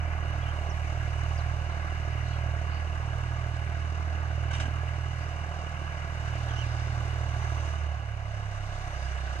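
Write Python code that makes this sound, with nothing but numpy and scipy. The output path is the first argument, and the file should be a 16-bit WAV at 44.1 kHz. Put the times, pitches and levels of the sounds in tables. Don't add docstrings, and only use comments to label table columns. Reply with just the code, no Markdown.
import sys
import numpy as np
from scipy import signal
from scipy.fft import rfft, irfft
from scipy.io import wavfile
from scipy.ndimage import uniform_filter1d

SR = 44100
rng = np.random.default_rng(int(sys.argv[2]) if len(sys.argv) > 2 else 0)


def persist_wave(psi):
    counts = np.round(np.clip(psi, -1, 1) * 32767).astype(np.int16)
    wavfile.write(sys.argv[1], SR, np.atleast_2d(counts).T)


N = 414528
T, HZ = np.arange(N) / SR, np.fft.rfftfreq(N, 1 / SR)


def gain_of(db):
    return 10 ** (np.asarray(db) / 20)


def unit_rms(x):
    return x / np.sqrt(np.mean(x ** 2) + 1e-20)


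def curve(points):
    f, value = np.transpose(points)
    return np.interp(np.log(HZ + 1), np.log(f + 1), value)


def lane(table, column=1):
    rows = np.array(table)
    return np.interp(T, rows[:, 0], rows[:, column])


def drift(hz):
    coarse_t = T[::128]
    lowpass = 1 / (1 + (np.fft.rfftfreq(4096, coarse_t[1]) / hz) ** 2)
    wander = irfft(rfft(rng.standard_normal(4096)) * lowpass)
    return unit_rms(np.interp(T, coarse_t, wander[:len(coarse_t)]))


def ring(x, hz, width_hz):
    spin = np.exp(2j * np.pi * np.cumsum(hz * np.ones(N)) / SR)
    decay = np.exp(-np.pi * width_hz / SR)
    return (spin * signal.lfilter([1], [1, -decay], x / spin)).imag


# f/Hz, likeness/0-1
STEREO_LIKENESS = [(150, 0.9), (400, 1), (700, 0.92), (1200, 0.9), (1700, 0.98), (2050, 1), (2500, 0.17),
                   (2850, 0.9), (3300, 0.07), (5900, 0.7), (7400, 0.16), (9400, 0.56), (12000, 0.14)]
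def noise_pair():
    left_only, right = rfft(rng.standard_normal((2, N)))
    same = np.clip(curve(STEREO_LIKENESS), 0, 1)
    return np.array([same * right + np.sqrt(1 - same ** 2) * left_only, right])


# t/s, exhaust order 1/dB, low pipe/dB, block/dB, soil/dB, high pipe/dB
LOAD_FADERS = [(0, -35, -56, -39, -61.5, -50), (.35, -35.5, -58, -38.5, -59, -51),
               (1.3, -35, -57.5, -39, -57, -51), (2.4, -38, -57.5, -39.5, -59, -52),
               (3.2, -36.5, -59.5, -40, -58, -53), (3.95, -43, -57, -40.5, -58.5, -53.5),
               (4.6, -39, -57, -40, -60, -56), (5.2, -41, -60.5, -40.5, -58.5, -53.5),
               (5.95, -41, -60.5, -39.5, -59, -52), (6.3, -40, -57.5, -39, -55.5, -52),
               (7.2, -38, -59.5, -39, -55.5, -55.5), (7.67, -41, -59, -39, -54.5, -52),
               (7.88, -42, -68, -40.5, -58.5, -53), (8.01, -50, -69, -42.5, -61, -62),
               (8.15, -39, -73, -43, -62.5, -53), (8.35, -39, -82, -43, -59.5, -55),
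               (8.79, -34, -69, -41.5, -55.5, -51), (9.4, -46, -61.5, -39, -56, -51.5)]
# t/s, order 2/dB, order 3/dB, order 4/dB
DRONE_OVERTONES = [(0, -25.5, -36, -45), (.15, -27, -37.5, -49), (.4, -27.5, -29, -49),
                   (.66, -27, -37.5, -44), (1.0, -27.5, -30.5, -46), (1.3, -25, -32, -45),
                   (1.52, -26.5, -30.5, -45.5), (1.85, -28.5, -39.5, -48), (2.2, -27.5, -30.5, -45),
                   (2.5, -26, -31, -41.5), (2.88, -27, -38.5, -49), (3.11, -29, -30, -43),
                   (3.56, -28, -31, -45), (4.0, -26, -38.5, -45), (4.4, -26, -30.5, -47),
                   (4.7, -26, -32, -52), (5.1, -29, -31.5, -50), (5.55, -31, -41.5, -44.5),
                   (6.0, -31, -39.5, -49), (6.33, -29.5, -29, -45), (6.8, -28.5, -28.5, -62),
                   (7.56, -26.5, -30.5, -62), (7.88, -26, -38, -45), (8.07, -32.5, -31.5, -50),
                   (8.55, -37, -31, -51), (8.86, -37, -35, -43), (9.03, -28, -41, -40.5),
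                   (9.4, -28, -41, -49)]
# t/s, level/dB
FIFTH_ORDER = [(0, -61), (7.9, -63), (8.25, -52), (8.65, -54), (8.9, -64), (9.1, -53), (9.4, -52)]
CYCLE_ORDERS = [4, 5, 7, 8, 10, 11, 13, 14, 15]
CYCLE_LEVELS = [-20, -15, -11, -13, -18, -9, -18, -20, -21]
def exhaust(firings):
    overtones_db = [lane(DRONE_OVERTONES, column) for column in (1, 2, 3)]
    levels_db = [lane(LOAD_FADERS, 1), *overtones_db, lane(FIFTH_ORDER)]
    wavers_db = [0.77, 0.45, 0.88, 1.3, 1.3]
    out = 0
    for order, (db, waver_db) in enumerate(zip(levels_db, wavers_db), 1):
        phase = .44 * (order - 4.16) ** 2 - 2.05
        out += gain_of(db + waver_db * drift(10)) * np.cos(2 * np.pi * order * firings + phase)
    for order, db in zip(CYCLE_ORDERS, CYCLE_LEVELS):
        level = gain_of(lane(LOAD_FADERS, 3) + db + 3 * drift(3))
        out += level * np.cos(2 * np.pi * (order * firings / 3 + rng.random()) + .5 * drift(6.7))
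    return out


# strength/dB, delay/s
CYLINDER_BLOWS = [(5, 0), (0, .0011), (-2, -.0008)]
# f/Hz, width/Hz, level against the fader/dB
PIPE_MODES = [(322.2, 33, 1), (372.4, 89, 3), (619, 60, -5.5), (684.5, 39, 0.5)]
# t/s, pitch ratio
PIPE_BEND = [(0, 1.01), (4, 1.0), (5.2, .98), (5.6, 1.034), (6.15, .96), (6.5, 1.0), (7.2, 1.003),
             (7.75, 0.956), (8.3, 1.0), (8.8, 1.04), (9.4, 1.03)]
def pipe(firings):
    count = np.floor(firings + 0.051).astype(int)
    onsets = np.flatnonzero(np.diff(count)) + 1
    strength_db, delay_s = np.array(CYLINDER_BLOWS)[count[onsets] % 3].T
    chance = rng.standard_normal((len(onsets), len(PIPE_MODES), 2))
    out = 0
    for k, (hz, width_hz, db) in enumerate(PIPE_MODES):
        low = hz < 500
        jitter = 4 * chance[:, k, 0]
        at = np.clip(onsets + (delay_s * SR + jitter).astype(int), 0, N - 1)
        blows = np.zeros(N)
        blows[at] = gain_of((1 if low else .55) * strength_db + 1.2 * chance[:, k, 1])
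        tuned_hz = hz if low else hz * lane(PIPE_BEND)
        rung = ring(ring(blows, tuned_hz, width_hz), tuned_hz, 2.5 * width_hz)
        fader_db = lane(LOAD_FADERS, 2 if low else 5)
        out += gain_of(fader_db + db) * unit_rms(np.diff(rung, prepend=0))
    return out


def firing_throb(firings, sizes):
    place = firings + 0.036
    burst = sizes[place.astype(int)] * np.sin(np.pi * (place % 1) ** 0.59) ** 3
    return unit_rms(burst - burst.mean())


# f/Hz, depth/dB, delay/firings
THROB_BANDS = [(200, 3.5, -.08), (680, 1.6, -.1), (1100, 1.5, .16), (1550, 1.4, .2), (2200, .7, .05),
               (2850, 1.1, -.06), (4200, .7, -.08), (6200, 1.2, -.05), (10000, 1.2, 0)]
def throbbing_noise(colour, firings, grit=0):
    spectra = noise_pair() * gain_of(curve(colour))
    centres_hz = np.array(THROB_BANDS)[:, 0]
    sizes = 1 + .1 * rng.standard_normal(int(firings[-1]) + 3)
    out = 0
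    for solo, (_, depth_db, delay) in zip(np.eye(len(centres_hz)), THROB_BANDS):
        band = irfft(spectra * curve(list(zip(centres_hz, solo))), N)
        throb = firing_throb(firings + 1 - delay, sizes) + grit
        out += band * gain_of(depth_db * throb + 0.98 * drift(18) + 0.62 * drift(1.24))
    return unit_rms(out)


# f/Hz, relative level/dB
KNOCK_EQ = [(60, -16), (150, -1), (240, -11), (330, -1.5), (460, -4), (560, 0), (700, 3), (1000, 1.5),
            (1700, 1.5), (2900, -6.5), (3400, -34.5), (6000, -46), (9000, -39)]
def block(firings):
    return gain_of(lane(LOAD_FADERS, 3)) * throbbing_noise(KNOCK_EQ, firings)


# f/Hz, relative level/dB
SCRAPE_EQ = [(1500, -26), (3000, 0.5), (3600, 8.5), (6000, 2.5), (6800, 0), (7900, -2.5), (8800, -3.5),
             (9800, -12), (11800, -44), (15000, -12)]
def discs(firings, ticks_per_s=700):
    tick_db = 6.4 * np.minimum(rng.exponential(1, N), 3)
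    ticks = gain_of(tick_db) * (rng.random(N) < ticks_per_s / SR)
    swell = uniform_filter1d(ticks, 60)
    grit = .4 * unit_rms(swell - swell.mean())
    return gain_of(lane(LOAD_FADERS, 4)) * throbbing_noise(SCRAPE_EQ, firings, grit)


# t/s, length/s, first f/Hz, last f/Hz, level/dB, trill depth/Hz, relative octave/dB
BIRD_NOTES = [(.04, .13, 2230, 2420, -49, 0, -30), (.395, .095, 2450, 2340, -50, 0, -30),
              (.422, .025, 3280, 3350, -55, 0, -20), (.455, .07, 2890, 3040, -52, 180, -22),
              (.697, .031, 6050, 5250, -57, 200, -30), (.73, .13, 2410, 2400, -50.5, 0, -30),
              (1.37, .05, 5550, 3800, -53, 80, -30), (2.325, .05, 3400, 3230, -61, 0, -30),
              (6.478, .046, 3400, 3300, -50, 380, -12), (6.527, .023, 3120, 2950, -48, 60, -10),
              (6.556, .068, 2830, 3090, -47, 90, -12), (6.615, .038, 3080, 2430, -42, 0, -26),
              (6.652, .02, 2460, 2400, -45, 0, -30)]
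def birds(trill_rate_hz=48):
    out = np.zeros(N)
    rasp = unit_rms(uniform_filter1d(rng.standard_normal(N), 80))
    breath = unit_rms(uniform_filter1d(rng.standard_normal(N), 50))
    for start, length, first_hz, last_hz, db, trill_hz, octave_db in BIRD_NOTES:
        t, at = np.arange(0, length, 1 / SR), round(start * SR)
        glide = 1 - (1 - t / length) ** 1.5
        hz = first_hz + (last_hz - first_hz) * glide + trill_hz * np.sin(2 * np.pi * trill_rate_hz * t)
        phase = 2 * np.pi * np.cumsum(hz) / SR
        octave = gain_of(octave_db) * breath[at:at + len(t)] * np.sin(2 * phase)
        out[at:at + len(t)] += gain_of(db) * (np.sin(phase) + octave) * signal.windows.tukey(len(t), .35)
    out *= 1.25 + .45 * rasp
    return np.array([.7 * np.roll(out, 4), out])


# t/s, length/s, f/Hz, width/Hz, level/dB
CLOD_SCUFFS = [(1.692, 0.044, 4000, 300, -60), (2.217, 0.2, 4160, 1000, -58), (2.68, .14, 4600, 600, -60),
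               (4.57, 0.18, 242, 110, -44.5), (5.17, 0.11, 4770, 900, -63), (6.6, .35, 5000, 500, -62),
               (7.15, .7, 6150, 500, -64), (8.6, 0.64, 6150, 500, -69), (8.9, .25, 4900, 400, -62)]
def clods():
    out, spectra = np.zeros((2, N)), noise_pair()
    for start, length, hz, width_hz, db in CLOD_SCUFFS:
        at, size = round(start * SR), round(length * SR)
        band = unit_rms(irfft(spectra / (1 + (2 * (HZ - hz) / width_hz) ** 4), N))
        out[:, at:at + size] += gain_of(db) * band[:, at:at + size] * np.hanning(size) ** .5
    return out


# t/s, level/dB, brightness/dB per octave
FRAME_BLOWS = [(4.508, -42, -10), (4.531, -49, 4.5), (4.547, -53, 7), (4.562, -52, -4), (4.58, -53, -4),
               (4.599, -42.5, 2.5), (4.612, -55, -7), (4.624, -55, -5), (4.653, -52, -4)]
# f/Hz, relative level/dB, t60/s
FRAME_MODES = [(960, -3, 0.05), (1580, 11, 0.091), (2320, 11, 0.06), (2930, -12, 0.055), (3370, -13, 0.05),
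               (3730, 1, 0.05), (5620, -3, 0.054), (6560, -22, 0.04), (8900, -12, 0.033)]
def frame_clank(rattle_t60=.12, attack_s=.0028):
    out, t = np.zeros((2, N)), T[:SR // 3]
    rattle_eq = curve([(300, -10), (1500, 0), (3000, -3), (3600, -14), (8900, -20), (9500, -45)])
    noise = unit_rms(irfft(noise_pair() * gain_of(rattle_eq), N))
    chatter = 1 + .6 * drift(150)
    for start, db, tilt_db in FRAME_BLOWS:
        rung = 0
        for hz, mode_db, t60 in FRAME_MODES:
            struck_db = mode_db + tilt_db * np.log2(hz / 2000) + rng.normal(0, 3.8)
            detuned_hz = hz * rng.normal(1, .017)
            rung += gain_of(struck_db - 60 * t / t60) * np.sin(2 * np.pi * detuned_hz * t)
        at = round(start * SR)
        span = slice(at, at + len(t))
        rattle = 3 * noise[:, span] * gain_of(.5 * tilt_db - 60 * t / rattle_t60)
        out[:, span] += gain_of(db) * (rung * chatter[span] + rattle) * (1 - np.exp(-t / attack_s))
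    return out


# t/s, firing rate/Hz
FIRING_RATE = [(0, 40.3), (.3, 39.2), (.6, 38.6), (1.1, 38.7), (1.25, 39.2), (1.8, 39.0), (3.5, 38.95),
               (3.85, 39.3), (4.45, 39.4), (4.8, 40.0), (5.1, 40.0), (5.4, 39.35), (6.0, 39.35),
               (6.3, 38.75), (7.5, 38.45), (7.8, 37.9), (8.1, 35.2), (8.4, 34.6), (8.6, 33.6), (8.95, 33.0),
               (9.4, 33.0)]
def scene():
    firings = np.cumsum(lane(FIRING_RATE)) / SR
    engine = exhaust(firings) + pipe(firings) + block(firings)
    harrow = discs(firings) + frame_clank() + clods()
    return engine + harrow + birds()


# f/Hz, level/dB
LEFT_EQ = [(100, -6), (350, -4.5), (700, -2.5), (950, -7), (1400, -0.5), (1650, -6), (2000, 1),
           (2800, -2.5), (3200, -1), (3900, 1.5), (5400, 3.5), (5800, 2.5), (7400, -11), (9200, 0),
           (14500, -0.5)]
# f/Hz, phase/rad
LEFT_PHASE = [(150, 0.065), (430, 1.14), (600, 0.32), (1300, 2.23), (1450, 0.45), (1850, 3.97), (2200, 5.6),
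              (2500, 7), (2650, 5.6), (3100, 6.9), (4200, 16.73), (6000, 16.3), (9400, 28.8), (15000, 44)]
# f/Hz, level/dB
RIGHT_EQ = [(100, 0.5), (450, -2), (690, 1), (950, -1.5), (1200, 4), (1400, -8), (1650, 3.5), (2000, -14.5),
            (2550, -8), (2900, 5.5), (4300, -4), (5600, 2), (5950, 5.5), (8800, 2.5), (14800, -6)]
# f/Hz, width/Hz, boost/dB
CAVITY_PEAKS = [(1715, 85, 4.5), (2827, 140, 2.5), (5930, 300, 5), (6730, 240, 4.5), (8650, 300, 4)]
def record(dry):
    lead = np.interp(HZ, *np.transpose([(0, 0.0079)] + LEFT_PHASE))
    left = gain_of(curve(LEFT_EQ)) * np.exp(1j * lead)
    cavity_db = sum(db / (1 + (2 * (HZ - hz) / width_hz) ** 2) for hz, width_hz, db in CAVITY_PEAKS)
    right = gain_of(curve(RIGHT_EQ) + cavity_db)
    heard = irfft(rfft(dry) * np.array([left, right]), N)
    high_cut = signal.firwin(1023, cutoff=15150, window=("kaiser", 13), fs=SR)
    return signal.oaconvolve(heard, high_cut[None], "same")


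dry = scene()
out = record(dry)
persist_wave(out)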